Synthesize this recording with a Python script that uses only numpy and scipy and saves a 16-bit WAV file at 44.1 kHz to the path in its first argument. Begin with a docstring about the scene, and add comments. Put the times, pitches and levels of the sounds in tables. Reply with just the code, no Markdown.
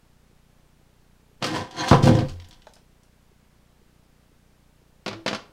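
"""A loose plank scrapes and slams underfoot on old wooden stairs, heard from their foot in a bare room.
A step levers the plank up; it drags, falls back and rattles on the hollow staircase, and grit crackles
as the weight settles. Later two lighter steps clack on the littered floor and clothes rustle.
Under it all, the camera's microphone channel carries a faint hiss, a low frame-rate buzz and soft blips."""
import sys
import numpy as np
from scipy import signal
from scipy.fft import rfft, irfft, next_fast_len
from scipy.io import wavfile

SR = 44100
rng = np.random.default_rng(int(sys.argv[2]) if len(sys.argv) > 2 else 0)


def wav_record(signal):
    """Record a signal, one row per channel, as 16-bit PCM in the file named by sys.argv[1]."""
    frames = np.transpose(np.atleast_2d(signal))
    bounded = np.clip(frames, -1, 1)
    # unit amplitude maps onto the largest positive 16-bit level
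    quanta = np.round(bounded * 32767).astype(np.int16)
    wavfile.write(sys.argv[1], SR, quanta)


N = 243431
BURST = SR // 4  # samples in one contact

# weight landing on the hollow stairs: t/s, level/dB, contact time/ms
LANDINGS = [(1.913, 5, 2.3), (2.036, 1, 2.46), (2.078, -3, 0.8)]


def plank_clacks(edge_gap_s=0.0178):
    """The plank strikes the stairs one edge after the other and rings; the foot damps much of the ring."""
    # blows: t/s, knock/dB, crack re knock/dB, second edge re first/dB
    strikes = [(1.425, -16, -2, 1.5), (1.544, -19, -9.5, 3), (1.878, -23, -1.5, -7),
               (1.912, -0.5, -23.5, -0.5), (2.072, -10.5, -16, -4), (2.188, -24.5, -0.5, -6.5)]
    # spectra of the wood's dull knock and its surface crack: f/Hz, level/dB
    knock_spectrum = [(40, -30.5), (110, -1), (200, 3), (480, -2), (620, -2.5), (1000, -1.5), (1400, -9),
                      (2000, -19.5), (4000, -28), (16000, -70.5)]
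    crack_spectrum = [(300, -31.5), (1200, -1.5), (2000, 1.5), (3000, 0.5), (4700, -1), (6200, -10.5),
                      (7500, -16.5), (10000, -24.5), (15500, -39.5)]
    blows = []
    for s, db, crack_db, second_db in strikes:
        blows += [(s, db, crack_db), (s + edge_gap_s, db + second_db, crack_db)]
    knocks, cracks = contacts(blows, knock_spectrum, crack_spectrum,
                              knock_t60=0.094, crack_t60=0.086, snap=2.3)
    return room(knocks + cracks, wet_db=-9) + amp(-8) * filtered(knocks, plank_response)


def plank_scrape():
    """Slips excite the plank, heavy slow ones its deep modes, while dust is ground under the sole."""
    # the sole pressing into plaster dust: t/s, level/dB, hold/s
    presses = [(1.443, -33, 0.028), (1.542, -33, 0.012), (1.883, -28.5, 0.027), (2.03, -30, 0.043),
               (2.286, -45.5, 0.014)]
    # the plank's dry edge catching on the tread: t/s, level/dB
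    catches = [(1.807, -30.5), (1.895, -34.5)]
    # spectra of coarse dust, fine powder, the dry edge, light and heavy slips: f/Hz, level/dB
    dust_spectrum = [(300, -46), (1200, 1), (1900, -5), (2300, -5.5), (3200, 2), (3700, -6.5), (4200, 0),
                     (5500, -4), (6300, -8), (7200, -11.5), (8000, -12.5), (10000, -20), (15500, -42)]
    powder_spectrum = [(3000, -30.5), (7000, -6), (9000, -2.5), (12000, -5), (15500, -11.5)]
    edge_spectrum = [(2500, -26), (3200, -0.5), (3700, -13), (4200, 3), (4900, -17), (5600, -13.5),
                     (6400, -1.5), (7200, -31), (15000, -46.5)]
    light_spectrum = [(100, -5), (300, -1.5), (1000, 5), (1800, 1.5), (3500, -3.5), (7000, -13.5),
                      (15000, -42.5)]
    heavy_spectrum = [(100, -9), (300, 1.5), (520, 2.5), (750, -8), (1500, -31.5), (6000, -100)]
    rub, weight = plank_drag()
    light_slips = coloured(grains(rate=1500, spread_db=3), light_spectrum)
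    heavy_slips = coloured(grains(rate=600, spread_db=2), heavy_spectrum)
    wood = amp(-3) * rub * unit(filtered(light_slips, plank_response))
    groan = amp(-10) * weight ** 0.9 * unit(filtered(heavy_slips, plank_response))
    pressure = amp(-10.5) * rub
    pressure += sum(amp(db) * swell(s, rise=0.006, hold=hold, release=400) for s, db, hold in presses)
    crushing = grains(rate=1300, spread_db=3)
    dust = amp(-3.5) * pressure * coloured(crushing, dust_spectrum)
    # only hard pressure crushes the finest grains
    powder = amp(-5.5) * pressure ** 1.7 * coloured(crushing, powder_spectrum)
    catching = sum(amp(db) * swell(s, rise=0.045, hold=0, release=600) for s, db in catches)
    squeak = catching * coloured(grains(rate=2100, spread_db=8), edge_spectrum)
    return wood + groan + room(dust + powder + squeak, wet_db=-10)


def plank_drag():
    """How hard the plank rubs and how much weight it bears, as gains over time."""
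    # drags under the foot: t at full speed/s, rise/s, hold/s, slowing/(dB/s), rub/dB, weight/dB
    drags = [(1.424, 0.011, .19, 3.5, -30, -30.5), (1.793, 0.064, .09, 15.5, -25.5, -32.5),
             (1.929, 0.013, 0.072, 131, -26.5, -15), (2.077, 0.041, 0.139, 74, -26, -10.5)]
    rub, weight = np.zeros(N), np.zeros(N)
    for s, rise, hold, slowing, rub_db, weight_db in drags:
        rub += amp(rub_db) * swell(s, rise, hold, release=240.5, sag=slowing)
        weight += amp(weight_db) * swell(s, rise, hold, release=270.5, sag=slowing)
    settling = amp(-60.5) * swell(2.27, rise=0.05, hold=0.26, release=85)
    return rub + settling, weight + amp(-5) * settling


def plank_response(hz):
    """The loose plank resonates in its own modes."""
    # modes: f/Hz, width/Hz, level/dB
    plank_modes = [(319, 14, 0), (353, 14, -7), (435, 16, -10), (513, 14, 0), (718, 16, -1), (768, 16, -1),
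                   (820, 16, -5), (971, 22, -1.5), (1023, 22, -6), (1146, 22, -11), (1389, 26, -12),
                   (1560, 55, -6), (1740, 50, -10), (1850, 50, -10), (2110, 50, -11), (2440, 70, -15),
                   (2780, 70, -14), (3180, 140, -11)]
    return resonances(plank_modes, hz)


def stair_thumps(rock_gap_s=0.0365, rock_loss_db=3, rock_contact_ms=1.05):
    """Landings push the staircase, then the plank rocks to rest; longer contacts ring only low modes."""
    t = np.arange(BURST) / SR
    rocks = [(LANDINGS[-1][0] + (k + 1) * rock_gap_s, -5.5 - k * rock_loss_db, rock_contact_ms)
             for k in range(4)]
    push = np.zeros(N)
    for s, db, contact_ms in list(LANDINGS) + rocks:
        progress = t * 1000 / contact_ms
        force = progress * np.exp(-3 * progress)
        add(push, s, amp(db - 12.5) * force / force.sum())
    return staircase(push)


def stair_shudder():
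    """Loaded treads judder under the dragging plank; the floor sways under the camera after the blow."""
    # spectra of the juddering force and the swaying floor: f/Hz, level/dB
    judder_spectrum = [(40, -15.5), (110, -1), (220, 1), (400, -8.5), (1500, -40.5), (6000, -100)]
    sway_spectrum = [(12, -10), (27, 2), (36, -5.5), (50, -19.5), (200, -58.5)]
    _, weight = plank_drag()
    force = coloured(grains(rate=490, spread_db=6.5), judder_spectrum)
    judder = amp(-3.5) * weight * unit(staircase(force))
    sway_gain = amp(-35.5) * swell(LANDINGS[0][0], rise=0.008, hold=0.27, release=42)
    return judder + sway_gain * coloured(rng.standard_normal(N), sway_spectrum)


def staircase(force):
    """A force rings the hollow staircase; open boards radiate little below their lowest note."""
    # modes: f/Hz, level/dB, t60/s
    stair_modes = [(87, -26, 0.3204), (106, 4.5, 0.069), (113.7, 0, 0.095), (137.3, -1, 0.23),
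                   (170.1, -3, .16), (205, -11.5, 0.11), (238.3, -6, 0.39), (268.5, -23.5, 0.4),
                   (314, -11.5, 0.5), (346.5, -9.5, 0.16), (452.5, -16, 0.23), (482, -14.5, 0.3),
                   (717, -16.5, 0.3024)]
    t = np.arange(SR) / SR
    ring = sum(amp(db) * np.cos(2 * np.pi * hz * t) * dying(t, t60) for hz, db, t60 in stair_modes)
    low_cut = signal.butter(3, 72, "highpass", fs=SR, output="sos")
    return signal.fftconvolve(force, signal.sosfilt(low_cut, ring))[:N]


def tread_booms():
    """A tread bends, swells into its own note and is damped as the foot settles."""
    # single treads flexing: t/s, f/Hz, level/dB, length/s
    flexes = [(1.491, 318, -27, 0.12), (2.05, 513.4, -23, 0.16), (2.065, 321, -20.5, 0.24),
              (2.28, 87.7, -34, 0.26), (5.084, 108.5, -39, 0.17), (5.12, 330.4, -40.5, 0.19)]
    booms = np.zeros(N)
    for s, hz, db, length in flexes:
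        t = np.arange(int(length * SR)) / SR
        bend = np.sin(np.pi * np.sqrt(t / length)) ** 2
        add(booms, s, amp(db) * bend * np.sin(2 * np.pi * hz * t))
    return booms


def floor_steps():
    """Lighter steps roll from heel to toe: the boards knock briefly and the walls return the crack."""
    # steps: t/s, level/dB, loss as the foot rolls on/(dB/s)
    footsteps = [(5.062, -4, 81), (5.262, 0.5, 8)]
    # contacts within a step: delay/s, knock/dB, crack re knock/dB
    heel_to_toe = [(0, -12.5, -6), (0.0174, -14.5, -1), (.049, -18, -13), (.068, -14.5, -8.5)]
    # spectra of the floor's knock and the litter's crack: f/Hz, level/dB
    floor_spectrum = [(40, -25), (110, -1), (200, -1.5), (420, -1.5), (1000, -5.5), (2000, -9.5),
                      (4000, -20.5), (16000, -71.5)]
    litter_spectrum = [(300, -25), (1200, -3.5), (2000, 0), (3000, 4), (3700, 0.5), (4700, 0.5), (6200, -8),
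                       (7500, -16), (10000, -23.5), (15500, -40)]
    # floorboard modes: f/Hz, width/Hz, level/dB
    board_modes = [(197, 42, 3.5), (387, 55, -1), (503, 37, -1), (648, 92, -4.5), (824, 120, -7),
                   (1100, 260, -6), (1374, 68, -1), (2347, 400, -13)]
    taps = [(s + delay, db + knock_db - loss * delay, crack_db)
            for s, db, loss in footsteps for delay, knock_db, crack_db in heel_to_toe]
    taps.append((5.348, -20, -2.5))  # a last tap of the toe
    knocks, cracks = contacts(taps, floor_spectrum, litter_spectrum,
                              knock_t60=0.08, crack_t60=0.084, snap=4)
    ring = filtered(knocks, lambda hz: resonances(board_modes, hz))
    wood = amp(-5.5) * knocks + amp(-0.5) * ring
    return room(wood, wet_db=-11) + room(cracks, wet_db=-10)


def debris():
    """Crumbs of plaster snap and splinter, each at its own pitch, and a chip of wood tips over."""
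    # grit snapping under the sole: t/s, level/dB, f/Hz
    snaps = [(1.711, -32.5, 3430), (1.884, -17, 3750), (2.03, -22, 3850), (2.152, -24, 3636),
             (2.295, -37.5, 3700), (2.400, -35, 3330), (2.445, -40, 3420), (2.486, -44, 7000),
             (2.510, -36.5, 3540), (2.528, -39.5, 3320), (2.620, -42, 3020), (2.669, -41, 3940),
             (2.7366, -40, 5140), (2.766, -48, 3500), (3.033, -50.5, 5500)]
    # the chip's taps: t/s, level/dB
    chip_taps = [(2.67, -40.5), (2.764, -54)]
    # its hollow spectrum: f/Hz, level/dB
    chip_spectrum = [(150, -24), (400, -10), (650, -0.5), (950, -2.5), (1200, -13), (1500, -5.5),
                     (2200, -22), (8000, -47)]
    crumbs, chip = np.zeros(N), np.zeros(N)
    for s, db, hz in snaps:
        crumb = impulse_response([(hz / 12, -24), (hz / 2, -9), (hz * 0.8, -5), (hz, 2), (hz * 1.1, -4),
                                  (hz * 1.7, -6), (hz * 3, -25), (hz * 6, -50)])
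        add(crumbs, s, amp(db - 14.5) * burst(crumb, t60=0.037, snap=3.5))
        for delay in rng.uniform(0.0047, 0.026, size=3):  # splinters
            add(crumbs, s + delay, amp(db - 25) * burst(crumb, t60=0.0176, snap=5.14))
    for s, db in chip_taps:
        add(chip, s, amp(db - 2.5) * burst(impulse_response(chip_spectrum), t60=0.066, snap=5.64))
    return room(crumbs, wet_db=-6.5) + room(chip, wet_db=-10)


def clothes():
    """Fabric brushes softly as the leg swings forward."""
    # spectrum of the fabric: f/Hz, level/dB
    cloth_spectrum = [(500, -13), (2000, -2), (4500, -6), (7000, -15), (15000, -31)]
    swing = amp(-66) * swell(5.7, rise=0.068, hold=0.12, release=260)
    return swing * coloured(grains(rate=4400, spread_db=4), cloth_spectrum)


def room(x, wet_db, block=8192, delay_s=0.004):
    """Bare walls answer just behind the direct sound; each stretch gets a tail of its own."""
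    # reverberation time: f/Hz, t60/s
    decay_times = [(100, 0.13), (400, 0.56), (1000, .38), (4000, 0.31), (8000, 0.31), (15000, 0.19)]
    heard = x.copy()
    for start in range(0, N, block):
        part = x[start:start + block]
        if np.abs(part).max() > 1e-6:
            hz, t, noise = signal.stft(rng.standard_normal(SR // 2), SR, nperseg=256)
            _, tail = signal.istft(noise * dying(t, along(decay_times, hz)[:, None]), SR)
            reflections = signal.fftconvolve(part, tail / np.linalg.norm(tail))
            add(heard, start / SR + delay_s, amp(wet_db) * reflections)
    return heard


def camera_noise(frame_hz=30.02):
    """Steady hiss, a dull drone, one soft electrical pulse per frame and a faint blip twice a second."""
    # buzz harmonics: multiple of the frame rate, level/dB
    harmonics = [(1, -0.5), (2, 0.5), (3, -6.5), (4, -3.5), (5, -3), (6, -7.5), (7, -6.5), (8, -8.5),
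                 (9, -16), (10, -15.5)]
    # spectra of the noise floor's hiss and drone: f/Hz, level/dB
    hiss_spectrum = [(180, -33), (300, -4.5), (411, -3), (708, -7), (907, -7.5), (968, -8), (1160, -9.5),
                     (7620, -20), (15500, -25.5)]
    drone_spectrum = [(15, 5), (35, -8), (80, -10), (200, -6), (350, -20), (700, -24.5), (3000, -77)]
    t = np.arange(N) / SR
    phase = 2 * np.pi * frame_hz * (t - 0.0325)
    # the input coupling advances the low orders, so each pulse is followed by a dip
    buzz = unit(sum(amp(db) * np.cos(k * phase + 1.5 / k) for k, db in harmonics))
    from_blip = t % 0.5005 - 0.315
    blip = np.sin(2 * np.pi * 400 * from_blip) * np.exp(-(from_blip / 0.0026) ** 2)
    hiss = coloured(rng.standard_normal(N), hiss_spectrum)
    drone = coloured(rng.standard_normal(N), drone_spectrum)
    return amp(-60) * buzz + amp(-52.5) * blip + amp(-65.5) * hiss + amp(-64) * drone


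def contacts(rows, body, surface, knock_t60, crack_t60, snap):
    """Each hard contact gives a dull knock in the body and a bright crack at the surface."""
    knocks, cracks = np.zeros(N), np.zeros(N)
    dull, bright = impulse_response(body), impulse_response(surface)
    for s, db, crack_db in rows:
        add(knocks, s, amp(db - 11) * burst(dull, knock_t60, snap))
        add(cracks, s, amp(db + crack_db - 10.5) * burst(bright, crack_t60, snap))
    return knocks, cracks


def burst(response, t60, snap):
    """One contact: a sharp tick of height snap and a dying scatter, at rms 1 over its first 10 ms."""
    force = rng.standard_normal(BURST) * dying(np.arange(BURST) / SR, t60)
    force[0] += snap
    hit = signal.fftconvolve(force, response)[:BURST]
    return hit / np.sqrt(np.mean(hit[:SR // 100] ** 2))


def grains(rate, spread_db):
    """Tiny slips of uneven size, on average rate a second."""
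    slips = (rng.random(N) < rate / SR) * rng.choice([-1, 1], N)
    return slips * amp(spread_db * np.clip(rng.standard_normal(N), -2, 2))


def swell(s, rise, hold, release, sag=0):
    """A gain that climbs 20 dB per rise up to time s, sags while held, then falls; slopes in dB/s."""
    t = np.arange(N) / SR - s
    climb_db = 20 * np.minimum(t, 0) / max(rise, 1e-3)
    return amp(climb_db - sag * np.clip(t, 0, hold) - release * np.maximum(t - hold, 0))


def resonances(modes, hz):
    """The response of modes (f/Hz, width/Hz, level/dB), with deep valleys between them."""
    return sum(amp(db) * 1j * hz * width / (centre ** 2 - hz ** 2 + 1j * hz * width)
               for centre, width, db in modes)


def impulse_response(spectrum, size=4096):
    """The shortest (minimum-phase) impulse response that has the given spectrum."""
    hz = np.fft.rfftfreq(size, 1 / SR)
    cepstrum = irfft(np.log(amp(along(spectrum, hz))))
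    cepstrum[1:size // 2] *= 2
    cepstrum[size // 2 + 1:] = 0
    return irfft(np.exp(rfft(cepstrum)))


def coloured(x, spectrum):
    """x shaped by a spectrum (f/Hz, level/dB), at rms 1."""
    return unit(filtered(x, lambda hz: amp(along(spectrum, hz))))


def filtered(x, response):
    """x through a frequency response."""
    size = next_fast_len(len(x) + SR // 2)
    hz = np.fft.rfftfreq(size, 1 / SR)
    return irfft(rfft(x, size) * response(hz), size)[:len(x)]


def along(points, hz):
    """Points (f/Hz, value) read on a log frequency axis."""
    freqs, values = np.transpose(points)
    return np.interp(np.log(hz + 1), np.log(freqs), values)


def dying(t, t60):
    """A decay of 60 dB in t60 seconds."""
    return np.exp(-np.log(1000) * t / t60)


def add(track, s, sound):
    """Mix a sound into the track at time s."""
    part = track[max(round(s * SR), 0):][:len(sound)]
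    part += sound[:len(part)]


def amp(db):
    """Decibels to gain."""
    return 10 ** (np.asarray(db) / 20)


def unit(x):
    """Scale to rms 1."""
    return x / np.sqrt(np.mean(x ** 2) + 1e-20)


def scene():
    """Everything at one microphone at the foot of the stairs."""
    stairs = room(stair_thumps(), wet_db=-13.5) + stair_shudder() + tread_booms()
    plank = plank_clacks() + plank_scrape()
    return (stairs + plank + floor_steps() + clothes() + debris() + camera_noise())[None]


def record(dry):
    """The camera clips just under full scale and keeps nothing above its band limit."""
    clipped = np.clip(dry[0], -0.96, 0.96)
    return filtered(clipped, lambda hz: hz < 15820)[None]


dry = scene()
out = record(dry)
wav_record(out)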